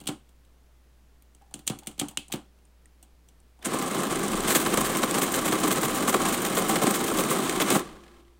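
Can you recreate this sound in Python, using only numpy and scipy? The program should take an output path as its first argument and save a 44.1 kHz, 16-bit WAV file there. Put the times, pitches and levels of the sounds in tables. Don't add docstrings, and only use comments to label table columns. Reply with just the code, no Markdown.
import sys
import numpy as np
from scipy import signal
from scipy.fft import rfft, irfft
from scipy.io import wavfile
from scipy.ndimage import uniform_filter1d

SR = 44100
rng = np.random.default_rng(int(sys.argv[2]) if len(sys.argv) > 2 else 0)


def linear_from_db(decibels):
    return 10 ** (np.asarray(decibels, float) / 20)


def transcribe(u):
    v = np.clip(np.atleast_2d(u).T, -1, 1)
    q = np.round(v * 32767).astype(np.int16)
    wavfile.write(sys.argv[1], SR, q)


N = 369999

# (f/Hz, width/Hz, level/dB)
CASE_MODES = [(118.3, 43, -9), (162.4, 74, -2.5), (204, 38, 2.5), (265.2, 25.2, 0), (313.7, 18.5, 2),
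              (354.6, 23.7, 0), (390.3, 13.2, 1.5), (440.4, 45.5, -4.5), (531.6, 47, -4), (625, 138, -9),
              (796, 69, -5.5), (912, 150, -12.5), (1055, 54, -4), (1157, 43, -4.5), (1285, 79, -8),
              (1455, 98, -16)]
LEVER_MODES = [(1594, 256, -1), (2152, 286, -1.5), (2565, 280, -4), (3066, 327, -0.5), (3416, 726, -1.5),
               (3896, 830, -2.5), (5210, 2800, -12.5)]
PAWL_MODES = [(5730, 700, -6), (6790, 1050, 0.5), (7425, 680, 5.5), (7890, 710, 4.5), (8820, 780, 4.5),
              (9700, 1510, -2.5)]
SPRING_MODES = [(11800, 3300, -5), (13500, 2000, 2), (15170, 3100, -3.5)]
# (lever/dB, spring/dB) against the pawl
THIN, TICK, CLACK, SNAP = (-21, -24), (-15, -15), (-8, -14.5), (-7, -20)
CAM, SWEEP, KNOCK, BOLT, COUNT = (-9, -16.5), (-4.5, -8.5), (2.4, -9), (-2, -15), (-13, -7)


def rms_one(x):
    return x / np.sqrt(np.mean(x ** 2) + 1e-20)


def in_time(rows):
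    s, *columns = np.transpose(rows)
    return [np.interp(np.arange(N) / SR, s, c, left=-140, right=-140) for c in columns]


def drift(rate_hz):
    r = np.exp(-2 * np.pi * rate_hz / SR)
    walk = signal.lfilter([1], [1, -2 * r, r * r], rng.standard_normal(N + SR))
    return rms_one(walk[SR:])


def part(force, modes):
    out, pulse = 0, 0
    for k, (hz, width_hz, level_db) in enumerate(modes):
        r = np.exp(-np.pi * width_hz / SR)
        b = linear_from_db(level_db) * (-1) ** k * (1 - r * r) * np.array([1, 0, -1])
        a = [1, -2 * r * np.cos(2 * np.pi * hz / SR), r * r]
        out = out + signal.lfilter(b, a, force + 1e-18)
        pulse = pulse + signal.lfilter(b, a, signal.unit_impulse(SR))
    return out / np.sqrt(np.sum(pulse ** 2))


def machine(force, case=CASE_MODES, lever=LEVER_MODES):
    return sum(part(f, modes) for f, modes in zip(force, (case, lever, PAWL_MODES, SPRING_MODES)))


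def grains(per_s, spread_db):
    strength_db = spread_db * np.minimum(rng.exponential(1, N), 5)
    sizes = linear_from_db(strength_db) * (rng.random(N) < per_s / SR)
    return rms_one(sizes) * rng.choice([-1, 1], (4, N))


def spread(rows):
    return [(s, pawl_db, ms, case_db, pawl_db + kind[0], pawl_db + kind[1])
            for s, ms, pawl_db, case_db, kind in rows]


def contacts(rows, rise, shape, shares):
    force = np.zeros((4, N))
    ms = np.arange(SR // 8) * 1000 / SR
    for s, pawl_db, length_ms, case_db, lever_db, spring_db in rows:
        i = round(s * SR)
        age = ms / (max(length_ms, .3) * np.array(shares)[:, None])
        rattle = (1 - np.exp(-age / rise)) * np.exp(-age ** shape)
        force[:, i:i + len(ms)] += linear_from_db([[case_db], [lever_db], [pawl_db], [spring_db]]) * rattle
    return force


def afterbuzz(force, t60_s):
    kept = linear_from_db(-120 / (np.array(t60_s) * SR))
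    power = [signal.lfilter([1 - k], [1, -k], f ** 2) for f, k in zip(force, kept)]
    return np.sqrt(power) * rng.standard_normal((4, N))


def train():
    blow = contacts(train_rows(), rise=.22, shape=2.4, shares=[.9, 1.1, 1.3, 1.7])
    blow = blow * linear_from_db([[-2.0], [-3.0], [-8.0], [-3.5]])
    buzz = afterbuzz(blow, t60_s=[0.25, 0.35, 0.29, .08])
    force = blow * grains(9000, spread_db=3.5) + linear_from_db([[-9.0], [-11.0], [-11.0], [-14.0]]) * buzz
    return machine(force)


def train_rows():
    # (t/s, rattle/ms, pawl/dB, case/dB, kind)
    clutch = [(3.6233, 6.7, -43, -55, KNOCK), (3.6454, 17, -19.5, -46, CAM), (3.6552, 18, -37, -25.5, BOLT),
              (3.7091, 39, -34, -28.5, BOLT), (3.7316, 13, -26, -19, CAM), (3.7675, 6.6, -34, -29, CAM),
              (4.438, 36, -28, -27, BOLT), (4.4664, 50, -26, -26, SWEEP), (4.5017, 22, -20.5, -24, SWEEP),
              (4.5452, 21.4, -13.5, -15.5, (-3.5, -9)), (7.4925, 5.7, -16.5, -35, BOLT),
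              (7.5972, 18, -20, -15, BOLT), (7.6143, 9.3, -31.5, -19, (11.3, 3.4)),
              (7.6776, 33, -25, -37, BOLT), (7.701, 41, -21.5, -18.5, (-3.5, -10)),
              (7.7458, 19.7, -22.5, -14, BOLT), (7.7903, 5.8, -28, -22, BOLT)]
    # (detent on the case/dB, sweep on the pawl/dB, sweep on the case/dB)
    turns = [(-30, -26.5, -25), (-38, -24.5, -21), (-20, -24, -20), (-33, -25.5, -24.5), (-41, -27, -43),
             (-31, -26, -26.5), (-27, -23, -42), (-24, -29, -23), (-30, -22, -27), (-20, -29, -25),
             (-22, -37, -39), (-34, -17.5, -19.5), (-26, -19.5, -25), (-34, -23, -23), (-21, -27, -27),
             (-40, -18, -19), (-36, -19.5, -16.5), (-23.5, -24, -36), (-16, -17.5, -16.5), (-17, -30, -21),
             (-36, -21, -31), (-37, -22.5, -29), (-19, -19, -16.5), (-17, -21.5, -18), (-19.5, -22.5, -15),
             (-19, -21, -30), (-21, -24, -43), (-13.5, -19, -16.5), (-24, -21, -18), (-18, -31, -39)]
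    shift_turns = [9, 12, 16, 21, 26]
    run_turns = [1, 2, 2, 3, 3]
    trip_times = [.049, 0.0498, 0.0468, .050, 0.051]
    # (trip on the case/dB, latch on the pawl/dB, first counter tick t/s, slip later each turn/s)
    shifts = [
        (-13.5, -17, .070, 0.0404),
        (-12, -16, .079, 0.0106),
        (-12.5, -30, .079, 0.011),
        (-12.5, -16.5, .070, 0.0102),
        (-14.5, -26, .077, 0.0085),
    ]
    shaft_s, turn_s = 3.625, .1232
    idle_turns = 6
    rebound_db = -3.5

    rows = list(clutch)
    for k, (detent_db, pawl_db, case_db) in enumerate(turns, 1):
        s = shaft_s + k * turn_s
        idle = k < idle_turns
        kind = CAM if idle else SWEEP
        rows += [(s + 0.0372, 5.9, -22, detent_db, CAM),
                 (s + 0.1088, 13, pawl_db, case_db, kind),
                 (s + 0.1247, 13.4, pawl_db + rebound_db, case_db + rebound_db, kind)]
        if idle:
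            rows.append((s + 0.0722, 7.2, -26.5, -22, SWEEP))
        else:
            rows.append((s + 0.063, 2.5, -45, -38, (-5, 13)))
    for k, run, trip_s, (trip_db, latch_db, tick_s, slip_s) in zip(shift_turns, run_turns, trip_times, shifts):
        s = shaft_s + k * turn_s
        rows += [(s - turn_s + trip_s, 9.6, -23, trip_db, KNOCK),
                 (s + 0.0054, 3.1, latch_db, -31, CAM),
                 (s + 0.0349, 19, -23, -18, BOLT),
                 (s + 0.0714, 12, -24.5, -18.5, BOLT)]
        rows += [(s + tick_s + j * (turn_s + slip_s), 7.6, -21.5, -32, COUNT) for j in range(run + 1)]
    return spread(rows)


def stops():
    # (t/s, peak level/dB)
    blows = [(4.032, -15), (4.502, -8), (4.664, -16), (4.773, -7.5), (5.034, -14), (5.526, -14),
             (6.14, -15), (6.756, -11), (7.299, -18), (7.493, -16), (7.702, -3)]
    rows = [(s, peak_db - 13.0, 3.0, peak_db - 9.0, peak_db - 14, peak_db - 18) for s, peak_db in blows]
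    force = contacts(rows, rise=.1, shape=1, shares=[1, 1, 1, 1]) * grains(12000, spread_db=3)
    return machine(force)


def whirr():
    # (t/s, level/dB)
    load_curve = [(3.6, -70), (3.65, -35.5), (3.75, -30.5), (4.42, -30), (4.55, -28.5), (6.0, -28.5),
                  (7.77, -28.5), (7.84, -43.5), (8.0, -53), (8.15, -57), (8.39, -73.5)]
    # (t/s, peak level/dB)
    coast = [(7.8877, -41), (7.9441, -58), (7.964, -51), (8.0045, -43), (8.0355, -38), (8.063, -52),
             (8.0783, -41), (8.1152, -51), (8.1377, -50), (8.1641, -59), (8.2504, -59), (8.2803, -55)]
    case_db, = in_time(load_curve)
    lever_db = case_db - 8
    full_load_db, steepness = -27, 1.94
    pawl_db = np.maximum(-36 + steepness * (case_db - full_load_db), case_db - 18)
    ticks = np.zeros(N)
    for s, peak_db in coast:
        ticks[round(s * SR):][:600] += linear_from_db(peak_db - 11) * np.exp(-np.arange(600) / 180.0)
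    clicks = ratchet()
    load = [linear_from_db(case_db),
            linear_from_db(lever_db) + ticks,
            linear_from_db(pawl_db) + linear_from_db(-14) * ticks + clicks,
            linear_from_db(pawl_db - 6.5) + linear_from_db(-2.0) * clicks]
    return machine(load * grains(7000, spread_db=2.5) * linear_from_db(1.64 * drift(44)))


def ratchet():
    start_s, gap_s, drag_s = 7.875, 0.037, .0013
    level_db, fade_db = -65, 7
    force = np.zeros(N)
    for k in range(8):
        i = round((start_s + gap_s * k + drag_s * k * k) * SR)
        force[i:i + 400] += linear_from_db(level_db - fade_db * k) * np.exp(-np.arange(400) / 140.0)
    return force


def keys():
    # (f/Hz, width/Hz, level/dB)
    key_case = [(115, 34, -8), (152, 40, -3.5), (218.3, 30, -1.5), (295, 26, 0), (359, 51, -6),
                (524, 160, -14), (770, 61, -8), (1144, 400, -17)]
    # (f/Hz, width/Hz, level/dB)
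    key_lever = [(1300, 1100, -16), (2204, 300, -6.5), (2890, 360, -1.5), (3340, 280, 0), (4070, 910, -8)]
    blow = contacts(key_rows(), rise=0.018, shape=0.74, shares=[1.62, 0.9, 0.65, 0.71])
    blow = blow * linear_from_db([[4.0], [1.5], [-7.0], [1.5]])
    force = blow * grains(12000, spread_db=-1.0) + linear_from_db(15.0) * np.gradient(blow, axis=1)
    force[0] = linear_from_db(10.5) * np.gradient(uniform_filter1d(blow[0], size=31, origin=15))
    buzz = afterbuzz(blow, t60_s=[0.19, 0.26, 0.23, 0.144])
    force += linear_from_db([[-17.0], [-11.0], [-11.0], [-12.0]]) * buzz
    return machine(force, key_case, key_lever)


def key_rows():
    # (t/s, rattle/ms, pawl/dB, case/dB, kind)
    presses = [
        (1.5399, 3, -19.5, -29, (-14, -23)),
        (1.8706, 4.3, -18.5, -24.5, (-13, -18)),
        (2.173, 1.5, -11.5, -26.5, SNAP),
    ]
    # (t/s, rattle/ms, latch/dB, thump later/s, finger lift/dB)
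    returns = [
        (0.0737, 5.2, -16, .0128, -43),
        (1.6763, 3.5, -9.5, 0.022, -64.5),
        (1.996, 4.1, -11, .0168, -42.5),
        (2.3242, 3.5, -17, .0125, -49),
    ]
    # (t/s, rattle/ms, pawl/dB, case/dB, kind)
    catches = [
        (0.0701, 3.2, -24, -30, CLACK),
        (1.6655, 4.4, -34, -42, THIN),
        (1.669, 2.1, -21, -33, (-26, -16)),
        (1.9924, 2.0, -29, -29, CLACK),
        (2.3194, 6.6, -38.5, -42.5, (3.6, -1)),
    ]
    # (t/s, rattle/ms, pawl/dB, case/dB, kind)
    settle = [(.0014, 8.2, -42.5, -41, CLACK), (0.012, 2.7, -40, -31, TICK), (.0366, 10, -49, -41, CLACK),
              (1.51, 4.7, -51, -50, TICK), (1.5914, 3.7, -39, -36, CLACK), (1.788, 5.9, -32.5, -38, TICK),
              (1.833, 5.8, -47, -49, CLACK), (1.8614, 3, -42, -61, TICK), (1.9126, 3.9, -43, -50, CLACK),
              (2.084, 5.5, -27, -32, TICK), (2.0974, 3.3, -45, -58, THIN), (2.1107, 4.3, -41, -48, TICK),
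              (2.282, 3, -35, -45, THIN), (2.359, 1.6, -35, -32, CLACK)]
    # (t/s, rattle/ms, pawl/dB, case/dB, kind)
    brushes = [(0.2907, 3.7, -50, -48, TICK), (0.4504, 3, -56, -60, CLACK), (1.2224, 3, -49, -69, COUNT),
               (1.3485, 2.5, -40, -48, THIN), (1.4203, 1.8, -51, -50, TICK), (2.587, 3, -62, -51, CLACK),
               (2.6528, 2.9, -51, -65, THIN), (2.857, 1.3, -47, -55, TICK), (3.027, 7.2, -41.5, -47, TICK),
               (3.2864, 4.2, -44, -53, TICK), (3.401, 3, -50, -55, THIN), (3.5913, 3, -51, -44, TICK)]
    bottoms = [(s + .014, 5, -45, -33, TICK) for s, *_ in presses]
    rows = presses + catches + settle + brushes + bottoms
    for s, ms, latch_db, after_s, lift_db in returns:
        rows += [(s - .017, 5.5, lift_db, lift_db + 10, CLACK),
                 (s, ms, latch_db, -32, (-12.5, -20)),
                 (s + after_s, 4.7, -27, -13, (-5.5, -15))]
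    return spread(rows)


def pings():
    # (t/s, f/Hz, level/dB, t60/s)
    tones = [(.2897, 3250, -59, .02), (.4489, 3830, -62, .02), (2.1728, 2860, -8, 0.013),
             (2.1724, 2600, -41, .2), (2.1724, 3100, -41, .15), (2.586, 2700, -59, .02),
             (2.6516, 9000, -51, 0.018), (2.857, 1900, -48, 0.017), (2.857, 8700, -49, .02),
             (3.027, 750, -55, .04), (3.2849, 5900, -59, .06), (3.617, 3500, -49, .04),
             (7.78, 346, -50, 2.6)]
    rise_s = .0007
    s, hz, level_db, t60 = np.transpose(tones)[:, :, None]
    age = np.maximum(np.arange(N) / SR - s, 0)
    envelope = linear_from_db(level_db - 60 * age / t60) * (1 - np.exp(-age / rise_s))
    return np.sum(envelope * np.sin(2 * np.pi * hz * age), axis=0)


def cover():
    # (f/Hz, width/Hz, level/dB)
    sheet = [(161, 3, 0), (269, 2.2, -6)]
    clutch_s, jolt_db, decay_s = 7.75, -31, 0.0068
    age = np.arange(N) / SR - clutch_s
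    jolt = linear_from_db(jolt_db) * (age > 0) * np.exp(-np.abs(age) / decay_s)
    return part(jolt * rng.standard_normal(N), sheet)


def rubs():
    # (t/s, level/dB)
    slides = np.array([(1.412, -57.5), (1.51, -58), (1.82, -51), (2.11, -52.5), (2.30, -47.5),
                       (3.03, -65.5), (3.588, -57)])
    age = np.arange(N) / SR - slides[:, :1]
    push = linear_from_db(slides[:, 1:]) * (age > 0) * np.exp(-np.abs(age) / 0.031)
    return part(push.sum(axis=0) * rng.standard_normal(N), [(797, 77, 0)])


def desk():
    # (t/s, level/dB)
    rumble = [
        (3.6, -72),
        (3.7, -67),
        (4.4, -49),
        (5.1, -49.5),
        (5.6, -50),
        (7.75, -55),
        (7.95, -57),
    ]
    shake = part(rng.standard_normal(N), [(28, 3.1, 3.0), (62, 62, -11.5), (86.0, 12, -3)])
    return shake * linear_from_db(in_time(rumble)[0] + 3.3 * drift(4.4))


def shaped(points):
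    hz = np.fft.rfftfreq(N, 1 / SR) + 1
    points = np.array(points)
    gain_db = np.interp(np.log(hz), np.log(points[:, 0]), points[:, 1])
    spectrum = rfft(rng.standard_normal(N)) * linear_from_db(gain_db)
    return irfft(spectrum, N) / np.std(irfft(spectrum * (hz > 100), N))


def room_floor():
    # (f/Hz, level per Hz/dB)
    air = [(15, 13), (45, 5), (90, -2), (130, 3), (300, -2.5), (1000, -11), (4000, -18.5), (16000, -25)]
    # (f/Hz, rms level/dB)
    mains = [(59.9, -58)]
    t = np.arange(N) / SR
    hum = sum(np.sqrt(2) * linear_from_db(level_db) * np.sin(2 * np.pi * hz * t) for hz, level_db in mains)
    return linear_from_db(-65.5) * shaped(air) + hum


def scene():
    machinery = train() + stops() + whirr() + cover()
    small_sounds = keys() + pings() + rubs()
    return (machinery + small_sounds + desk() + room_floor())[None]


def top_cut(x):
    return signal.sosfilt(signal.butter(12, 16820, fs=SR, output="sos"), x)


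def record(dry):
    top_hz = 15850
    low_pass = signal.ellip(8, .5, 32, top_hz, fs=SR, output="sos")
    return top_cut(signal.sosfilt(low_pass, dry))


dry = scene()
out = record(dry)
transcribe(out)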